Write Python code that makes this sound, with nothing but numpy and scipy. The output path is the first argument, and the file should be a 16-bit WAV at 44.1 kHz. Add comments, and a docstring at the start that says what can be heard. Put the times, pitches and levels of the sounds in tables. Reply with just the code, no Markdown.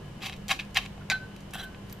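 """In a quiet kitchen, a pestle presses three times into wet paste and shredded food in a clay mortar.
Each push crunches, knocks on the clay and lets go with sticky clicks. The crunch is a crowd of tiny
clicks that make the clay ring briefly. A steel spoon then strikes the wall, rings, and scrapes through
the food. Both tools squeak as they stick and slip. An appliance hums behind."""
import sys
import numpy as np
from scipy import signal
from scipy.fft import rfft, irfft
from scipy.io import wavfile

SR = 44100
rng = np.random.default_rng(int(sys.argv[2]) if len(sys.argv) > 2 else 0)


def output_pcm(signal):
    """Save a mono or channel-first signal as 16-bit PCM at the path in sys.argv[1].

    Samples are clipped to [-1, 1] before scaling.
    """
    pcm = np.clip(np.atleast_2d(signal).T, -1, 1) * 32767
    wavfile.write(sys.argv[1], SR, np.round(pcm).astype(np.int16))


N = 88200

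# The pestle working the paste. Each row: start in seconds, seconds until the final fade, level in dB at
# the start and at that turn, fade time in seconds (to fall 60 dB), hollow (bass) and treble boost in dB.
PESTLE_PUSHES = [(0.206, 0.024, -50.5, -41, 0.026, 3, 0), (0.222, 0.023, -41.5, -37, 0.24, 6, 4),
                 (0.257, 0.0043, -43, -33.5, 0.089, -1, 7), (0.324, 0.0041, -39, -50, 0.17, 3, -1),
                 (0.489, 0.026, -36, -24.5, 0.11, 8, 4), (0.591, 0.0089, -38, -40, 0.12, -1, -1.5),
                 (0.753, 0.017, -36, -20.5, 0.082, 3.5, -2), (0.815, 0.047, -48, -49.5, 0.048, 7, 1)]
# Knocks and sticky pops. Each row: time in seconds, then level, hollow boost and treble boost in dB.
PESTLE_KNOCKS = [(0.2612, -24, -1, 5), (0.2686, -24, 11, 4), (0.2972, -24, 3, -2), (0.3298, -28, -5, -5),
                 (0.338, -33.5, 3, 5), (0.5125, -8.5, -4, -23), (0.516, -11.5, 19, 3.5),
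                 (0.598, -20.5, -26, -19.5), (0.6095, -27, -5, -9), (0.7701, -5, -5, -11),
                 (0.774, -11, 1.5, 7), (0.862, -27, -1, -10), (0.979, -37, 29.5, -14), (1.02, -44, 27, -19),
                 (1.1185, -20.5, 15.5, -6), (1.555, -26.5, 23, -7), (1.606, -35.5, 27, -13),
                 (1.364, -34, -22, 11.5), (1.747, -34.5, -1, -21)]
# The tones of the filled mortar. Each row: pitch in Hz, level in dB, fade time in seconds.
MORTAR_TONES = [(795, 6.5, 0.019), (1130, 4, 0.018), (1280, 2, 0.018), (1760, 6, 0.025), (2160, 3, 0.022),
                (2590, 4, 0.03), (2850, 3, 0.022), (3250, 2, 0.025), (3930, 4, 0.025), (5650, 2, 0.025)]
# Tiny wet ticks of the paste. Each row: time in seconds, level in dB.
PASTE_TICKS = [(0.057, -42), (0.364, -33.5), (0.4825, -14.5), (0.4878, -15), (0.65, -36), (0.707, -40),
               (0.746, -19), (0.857, -31.5), (1.353, -46.5), (1.406, -33.5), (1.509, -30.5), (1.898, -28),
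               (1.908, -49)]
# The spoon hitting the wall, and the ring that swells up during the last scrape. Each row: time in seconds,
# then clack level, ring level and top boost in dB.
SPOON_STRIKES = [(1.1002, -12, -22.5, 10), (1.535, -36, -45.5, 20), (1.616, -60, -37, -26),
                 (1.926, -31.5, -66, 52)]
# The spoon chattering and dragging on the clay. Each row: start and length in seconds, level in dB,
# treble boost in dB.
SPOON_CHATTERS = [(1.101, 0.022, -28.5, 8.5), (1.113, 0.02, -36, 10)]
SPOON_SCRAPES = [(1.1, 0.031, -34.5, -11), (1.115, 0.055, -44.5, -14), (1.5345, 0.0043, -33.5, 8.5),
                 (1.54, 0.016, -38, 8), (1.545, 0.089, -43.5, 1), (1.596, 0.016, -55, 1),
                 (1.627, 0.026, -44.5, 7), (1.864, 0.088, -59, 8)]
# The spoon's tones. Each row: pitch in Hz, level in dB, fade time in seconds, twin strength from 0 to 1.
SPOON_TONES = [(1522.8, -1, 0.34, 0.91), (2110, -15, 0.16, 0.3), (2580, -18, 0.22, 0),
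               (3557, -15.5, 0.2, 0), (4040, -15, 0.27, 0.67), (4276, -31, 0.091, 0.1),
               (5950, -12, 0.034, 0), (6860, -9, 0.037, 0), (8600, -41, 0.087, 0.2), (11000, -35, 0.034, 0),
               (12500, -34, 0.072, 0.2), (13100, -19, 0.018, 0.5), (13800, -45, 0.045, 0.3)]
# Wet pestle and steel squeaking on clay. Each row: start and length in seconds, pitch in Hz, level in dB.
CLAY_SQUEAKS = [(0.59, 0.014, 2563, -31.5), (1.009, 0.017, 1446, -53.5), (1.533, 0.025, 2700, -44.5),
                (1.56, 0.0078, 3330, -43), (1.59, 0.033, 3990, -43.5), (1.594, 0.017, 3340, -42),
                (1.594, 0.014, 5930, -50), (1.626, 0.016, 3150, -46), (1.926, 0.0066, 13000, -43)]
# The tone colours of four kinds of contact and of the room noise. Each row: frequency in Hz,
# relative level in dB.
PASTE_COLOUR = [(100, -13), (450, -37.5), (750, -7), (1400, -7.5), (2500, 4.5), (4000, -2), (6000, -11),
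                (8500, -18.5), (14000, -21.5)]
WET_COLOUR = [(500, -40), (2500, 5), (6500, 5), (9000, -3.5), (14000, -5)]
CLACK_COLOUR = [(200, -31), (800, 2.5), (1300, -7), (2350, 16.5), (3150, -9.5), (3900, 7.5), (4600, 1),
                (6800, -14.5), (8500, -21.5), (14000, -30.5)]
SCRAPE_COLOUR = [(400, -20), (720, 4), (1100, -0.5), (1600, 11), (2400, -8), (3000, 7), (3700, -0.5),
                 (4800, -12.5), (6000, -13.5), (6900, -21.5), (8000, -11.5), (9000, -23), (10400, -11.5),
                 (11900, -24), (13300, -8.5), (15000, -32)]
ROOM_COLOUR = [(20, -10), (45, -4), (70, -4), (130, -4), (195, -4), (250, -11), (400, -12), (700, -17),
               (1500, -23.5), (2600, -26.5), (3000, -25), (3500, -30), (6000, -36), (14000, -45.5)]
# How the kitchen's echo dies away. Each row: frequency in Hz, fade time in seconds.
KITCHEN_FADE = [(300, 0.12), (1200, 0.25), (3000, 0.3), (7000, 0.37), (14000, 0.34)]
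# The appliance's low hum and thin whine. Each row: pitch in Hz, average level in dB.
HUM_TONES = [(48.6, -56.5), (100, -57), (120, -63), (147.5, -52.5), (198, -50.5)]
WHINE_TONES = [(1034, -67), (1680, -69.5), (2767, -70.5), (3009, -67)]
# How alike the room noise is on the left and right. Each row: frequency in Hz, likeness from 0 to 1.
ROOM_LIKENESS = [(60, 1), (170, 0.99), (330, 0.53), (700, 0.46), (2000, 0.24), (5000, 0), (12000, 0)]

HOLLOW_HZ, TREBLE_HZ = 1230, 5000  # the boosts act below and above these
GRAINS_PER_S, GRAIN_SPREAD_DB = 3500, 5
CRUNCH_DETUNE, KNOCK_DETUNE, DETUNE_FULL_HZ = 0.11, 0.035, 3000
TICK_FADE_S, SPRAY_DB = 0.087, -3
BEAT_HZ, RING_TOP_HZ, SCRAPE_RING_DB = 10.4, 13000, -53
SQUEAK_JITTER_HZ, JITTER_RATE_HZ = 71, 490
BOWL_ECHO_DB, BRIGHT_ECHO_DB, BOWL_FADE_S, ECHO_SWAP_S = -7, 1.5, 0.018, 0.013
PESTLE_LAG_S, SPOON_LAG_S = 1.0e-5, 1.8e-5
HUM_WANDER_HZ, WHINE_WANDER_HZ, FLUTTER_DEPTH = 1.99, 3, 0.28
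ROOM_NOISE_DB = -45


def pestle(pockets=6):
    """The paste crunches as the pestle sinks; each pocket of it has its own pitch. Knocks stand out."""
    out, t = np.zeros(N), np.arange(SR // 4) / SR
    for start, length, first_db, turn_db, fade_s, hollow_db, treble_db in PESTLE_PUSHES:
        ramp = gain(np.interp(t, [0, length], [first_db, turn_db]))
        grains = ramp * fade(np.maximum(t - length, 0), fade_s) * grit(len(t))
        pocket = rng.integers(0, pockets, len(t))
        for k in range(pockets):
            ring = clay_ring(hollow_db, treble_db, CRUNCH_DETUNE)
            add(out, start, signal.fftconvolve(grains * (pocket == k), ring))
    for start, db, hollow_db, treble_db in PESTLE_KNOCKS:
        knock = clay_ring(hollow_db, treble_db, KNOCK_DETUNE)
        add(out, start, gain(db) * knock / abs(knock).max())
    return out


def clay_ring(hollow_db, treble_db, detune):
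    """One click in the paste rings the mortar. Its tones shift each time, the high ones most."""
    t = np.arange(SR // 16) / SR
    body = 1. * (t == 0)
    for hz, db, fade_s in MORTAR_TONES:
        hz = hz * (1 + detune * min(hz / DETUNE_FULL_HZ, 1) * rng.uniform(-1.08, 1))
        damping = np.log(1000) / fade_s
        body += gain(db) * 2 * damping / SR * fade(t, fade_s) * np.cos(2 * np.pi * hz * t)
    return unit_energy(signal.fftconvolve(body, click(PASTE_COLOUR, hollow_db, treble_db)))


def wet_paste():
    """The paste gives small wet ticks, each with a spray of finer ones."""
    out, t = np.zeros(N), np.arange(SR // 32) / SR
    tick = click(WET_COLOUR)
    for start, db in PASTE_TICKS:
        spray = gain(SPRAY_DB) * unit_energy(grit(len(t)) * fade(t, TICK_FADE_S))
        add(out, start, gain(db) * ((t == 0) + spray) / 2)
    return signal.fftconvolve(out, tick / abs(tick).max())[:N]


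def spoon():
    """The spoon clacks, chatters and scrapes on the clay, and each touch makes the steel ring."""
    contact, ring = np.zeros((2, N))
    for start, clack_db, ring_db, top_db in SPOON_STRIKES:
        clack = click(CLACK_COLOUR, treble_db=top_db / 2)
        add(contact, start, gain(clack_db) * clack / abs(clack).max())
        add(ring, start, gain(ring_db) * steel_ring(top_db))
    t = np.arange(SR // 8) / SR
    for strokes, colour in (SPOON_CHATTERS, CLACK_COLOUR), (SPOON_SCRAPES, SCRAPE_COLOUR):
        for start, length, db, treble_db in strokes:
            force = gain(db) * grit(len(t)) * arch(t, length)  # grit passing under the spoon
            rasp = unit_energy(click(colour, treble_db=treble_db))
            add(contact, start, signal.fftconvolve(force, rasp))
            add(ring, start, gain(SCRAPE_RING_DB) * signal.fftconvolve(force, steel_ring(treble_db)))
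    return contact, ring


def steel_ring(top_db):
    """The spoon rings freely. Tones with a close twin throb, and a glancing touch favours the top."""
    out, t = 0, np.arange(SR // 2) / SR
    for hz, db, fade_s, twin in SPOON_TONES:
        boost_db = top_db * min(hz / RING_TOP_HZ, RING_TOP_HZ / hz) ** 2
        pair = np.sin(2 * np.pi * hz * t) - twin * np.sin(2 * np.pi * (hz + BEAT_HZ) * t)
        out += gain(db + boost_db) * fade(t, fade_s) * pair
    return out


def squeaks():
    """A surface sticks and slips, making a brief rough tone."""
    out, t = np.zeros(N), np.arange(SR // 10) / SR
    for start, length, hz, db in CLAY_SQUEAKS:
        pitch = hz + SQUEAK_JITTER_HZ * wobble(len(t), JITTER_RATE_HZ)
        tone = np.sqrt(2) * np.sin(2 * np.pi * np.cumsum(pitch) / SR)
        add(out, start, gain(db) * arch(t, length) * tone)
    return out


def bowl_echoes(sound, patterns=3):
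    """Adds a dense, even blur of quick echoes off the bowl and worktop."""
    out, t = sound, np.arange(SR // 8) / SR
    for k in range(patterns):
        echoes = rng.standard_normal((3, len(t))) * (rng.random((3, len(t))) < .1)
        echoes *= (t > .0006) * fade(t, BOWL_FADE_S)
        echoes /= np.linalg.norm(echoes, axis=1, keepdims=True)
        # Both sides share one set of echoes, and each side has a bright set of its own.
        bright = signal.lfilter(*signal.butter(2, 5000, "high", fs=SR), echoes[1:])
        pattern = gain(BOWL_ECHO_DB) * echoes[0] + gain(BRIGHT_ECHO_DB) * bright
        turn = (np.arange(N) / SR / ECHO_SWAP_S + k) % patterns
        share = np.sin(np.pi / 2 * np.minimum(turn, 2))  # the patterns fade in and out by turns
        out = out + signal.fftconvolve(sound * share, pattern, axes=1)[:, :N]
    return out


def kitchen_echo(sound, echo_db):
    """Adds the room's short echo, whose low notes die first."""
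    t = np.arange(SR // 2) / SR
    noise = rng.standard_normal((2, len(t))) * (t > .005)
    hz, times, spectrum = signal.stft(noise, SR, nperseg=256)
    tail = signal.istft(spectrum * fade(times, look_up(KITCHEN_FADE, hz)[:, None]), SR, nperseg=256)[1]
    tail /= np.linalg.norm(tail[0])
    return sound + gain(echo_db) * signal.fftconvolve(sound, tail, axes=1)[:, :N]


def appliance():
    """An appliance hums and whines, each tone wavering in pitch and loudness."""
    out, t = np.zeros(N), np.arange(N) / SR
    for tones, wander_hz in (HUM_TONES, HUM_WANDER_HZ), (WHINE_TONES, WHINE_WANDER_HZ):
        for hz, db in tones:
            drift = wander_hz * np.cumsum(wobble(N, rate_hz=5)) / SR
            flutter = 1 + FLUTTER_DEPTH * wobble(N, rate_hz=5)
            out += gain(db) * unit_level(flutter * np.sin(2 * np.pi * (hz * t + drift)))
    return out


def room_noise():
    """A steady rumble, alike on both sides, lies under a faint, wide hiss."""
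    hz = np.fft.rfftfreq(N, 1 / SR)
    likeness = look_up(ROOM_LIKENESS, hz)
    shared, side = rfft(rng.standard_normal((2, N))) * np.sqrt([1 + likeness, 1 - likeness])
    spectrum = np.array([shared + side, shared - side]) * gain(look_up(ROOM_COLOUR, hz))
    return gain(ROOM_NOISE_DB) * unit_level(irfft(spectrum, N))


def click(colour, hollow_db=0, treble_db=0):
    """One sharp click of the given colour, with its bass and treble turned up or down."""
    hz = abs(np.fft.fftfreq(2048, 1 / SR))
    bass = 1 / (1 + (hz / HOLLOW_HZ) ** 4)
    treble = 1 - 1 / (1 + (hz / TREBLE_HZ) ** 4)
    log_gain = np.log(gain(look_up(colour, hz) + hollow_db * bass + treble_db * treble))
    spectrum = np.exp(np.conj(signal.hilbert(log_gain)))  # packs the energy at the start
    return np.fft.ifft(spectrum).real[:len(hz) // 2]


def grit(size):
    """Scattered tiny clicks of uneven strength."""
    chance, strength, sign = rng.random((3, size))
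    grain_db = GRAIN_SPREAD_DB * np.minimum(-np.log(strength), 3)
    return unit_level((chance < GRAINS_PER_S / SR) * np.sign(sign - .5) * gain(grain_db))


def wobble(size, rate_hz):
    """A smooth random wavering, mostly slower than rate_hz."""
    smooth = np.exp(-(np.fft.rfftfreq(size, 1 / SR) / rate_hz) ** 2)
    return unit_level(irfft(rfft(rng.standard_normal(size)) * smooth))


def stereo(sound, lag_s):
    """The sound reaches the left side slightly later than the right."""
    delay = np.exp(-1j * np.pi * np.fft.rfftfreq(N, 1 / SR) * lag_s)
    return irfft(rfft(sound) * np.array([delay, 1 / delay]), N)


def arch(t, length):
    """The rise and fall of one stroke."""
    return np.sqrt(abs(np.sin(np.pi * np.minimum(t / length, 1))))


def fade(t, fade_s):
    """Falls by 60 dB every fade_s seconds."""
    return np.exp(-np.log(1000) * t / fade_s)


def gain(db):
    """Turns decibels into a multiplier."""
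    return 10 ** (np.asarray(db) / 20)


def unit_level(x):
    """Scales the average level (rms) to 1."""
    return x / np.sqrt(np.mean(x ** 2) + 1e-20)


def unit_energy(x):
    """Scales the total energy to 1."""
    return x / np.linalg.norm(x)


def look_up(table, hz):
    """Reads between a table's rows, with octaves evenly spaced."""
    row_hz, values = np.transpose(table)
    return np.interp(np.log(hz + 1), np.log(row_hz), values)


def add(mix, start, sound):
    """Mixes a sound in at a start time in seconds."""
    part = mix[round(start * SR):][:len(sound)]
    part += sound[:len(part)]


def scene():
    """The contacts sound inside the bowl; the ring and squeaks sit above it, nearer and with less echo."""
    contact, ring = spoon()
    inside = bowl_echoes(stereo(pestle() + wet_paste(), PESTLE_LAG_S) + stereo(contact, SPOON_LAG_S))
    inside = kitchen_echo(inside, echo_db=-15)
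    above = kitchen_echo(stereo(ring + squeaks(), SPOON_LAG_S), echo_db=-16.5)
    return inside + above + room_noise() + appliance()


def record(dry):
    """Cuts the highest treble, above 14750 Hz."""
    low_pass = signal.firwin(255, 14750, window=("kaiser", 9), fs=SR)
    return signal.oaconvolve(dry, low_pass[None], "same")


dry = scene()
out = record(dry)
output_pcm(out)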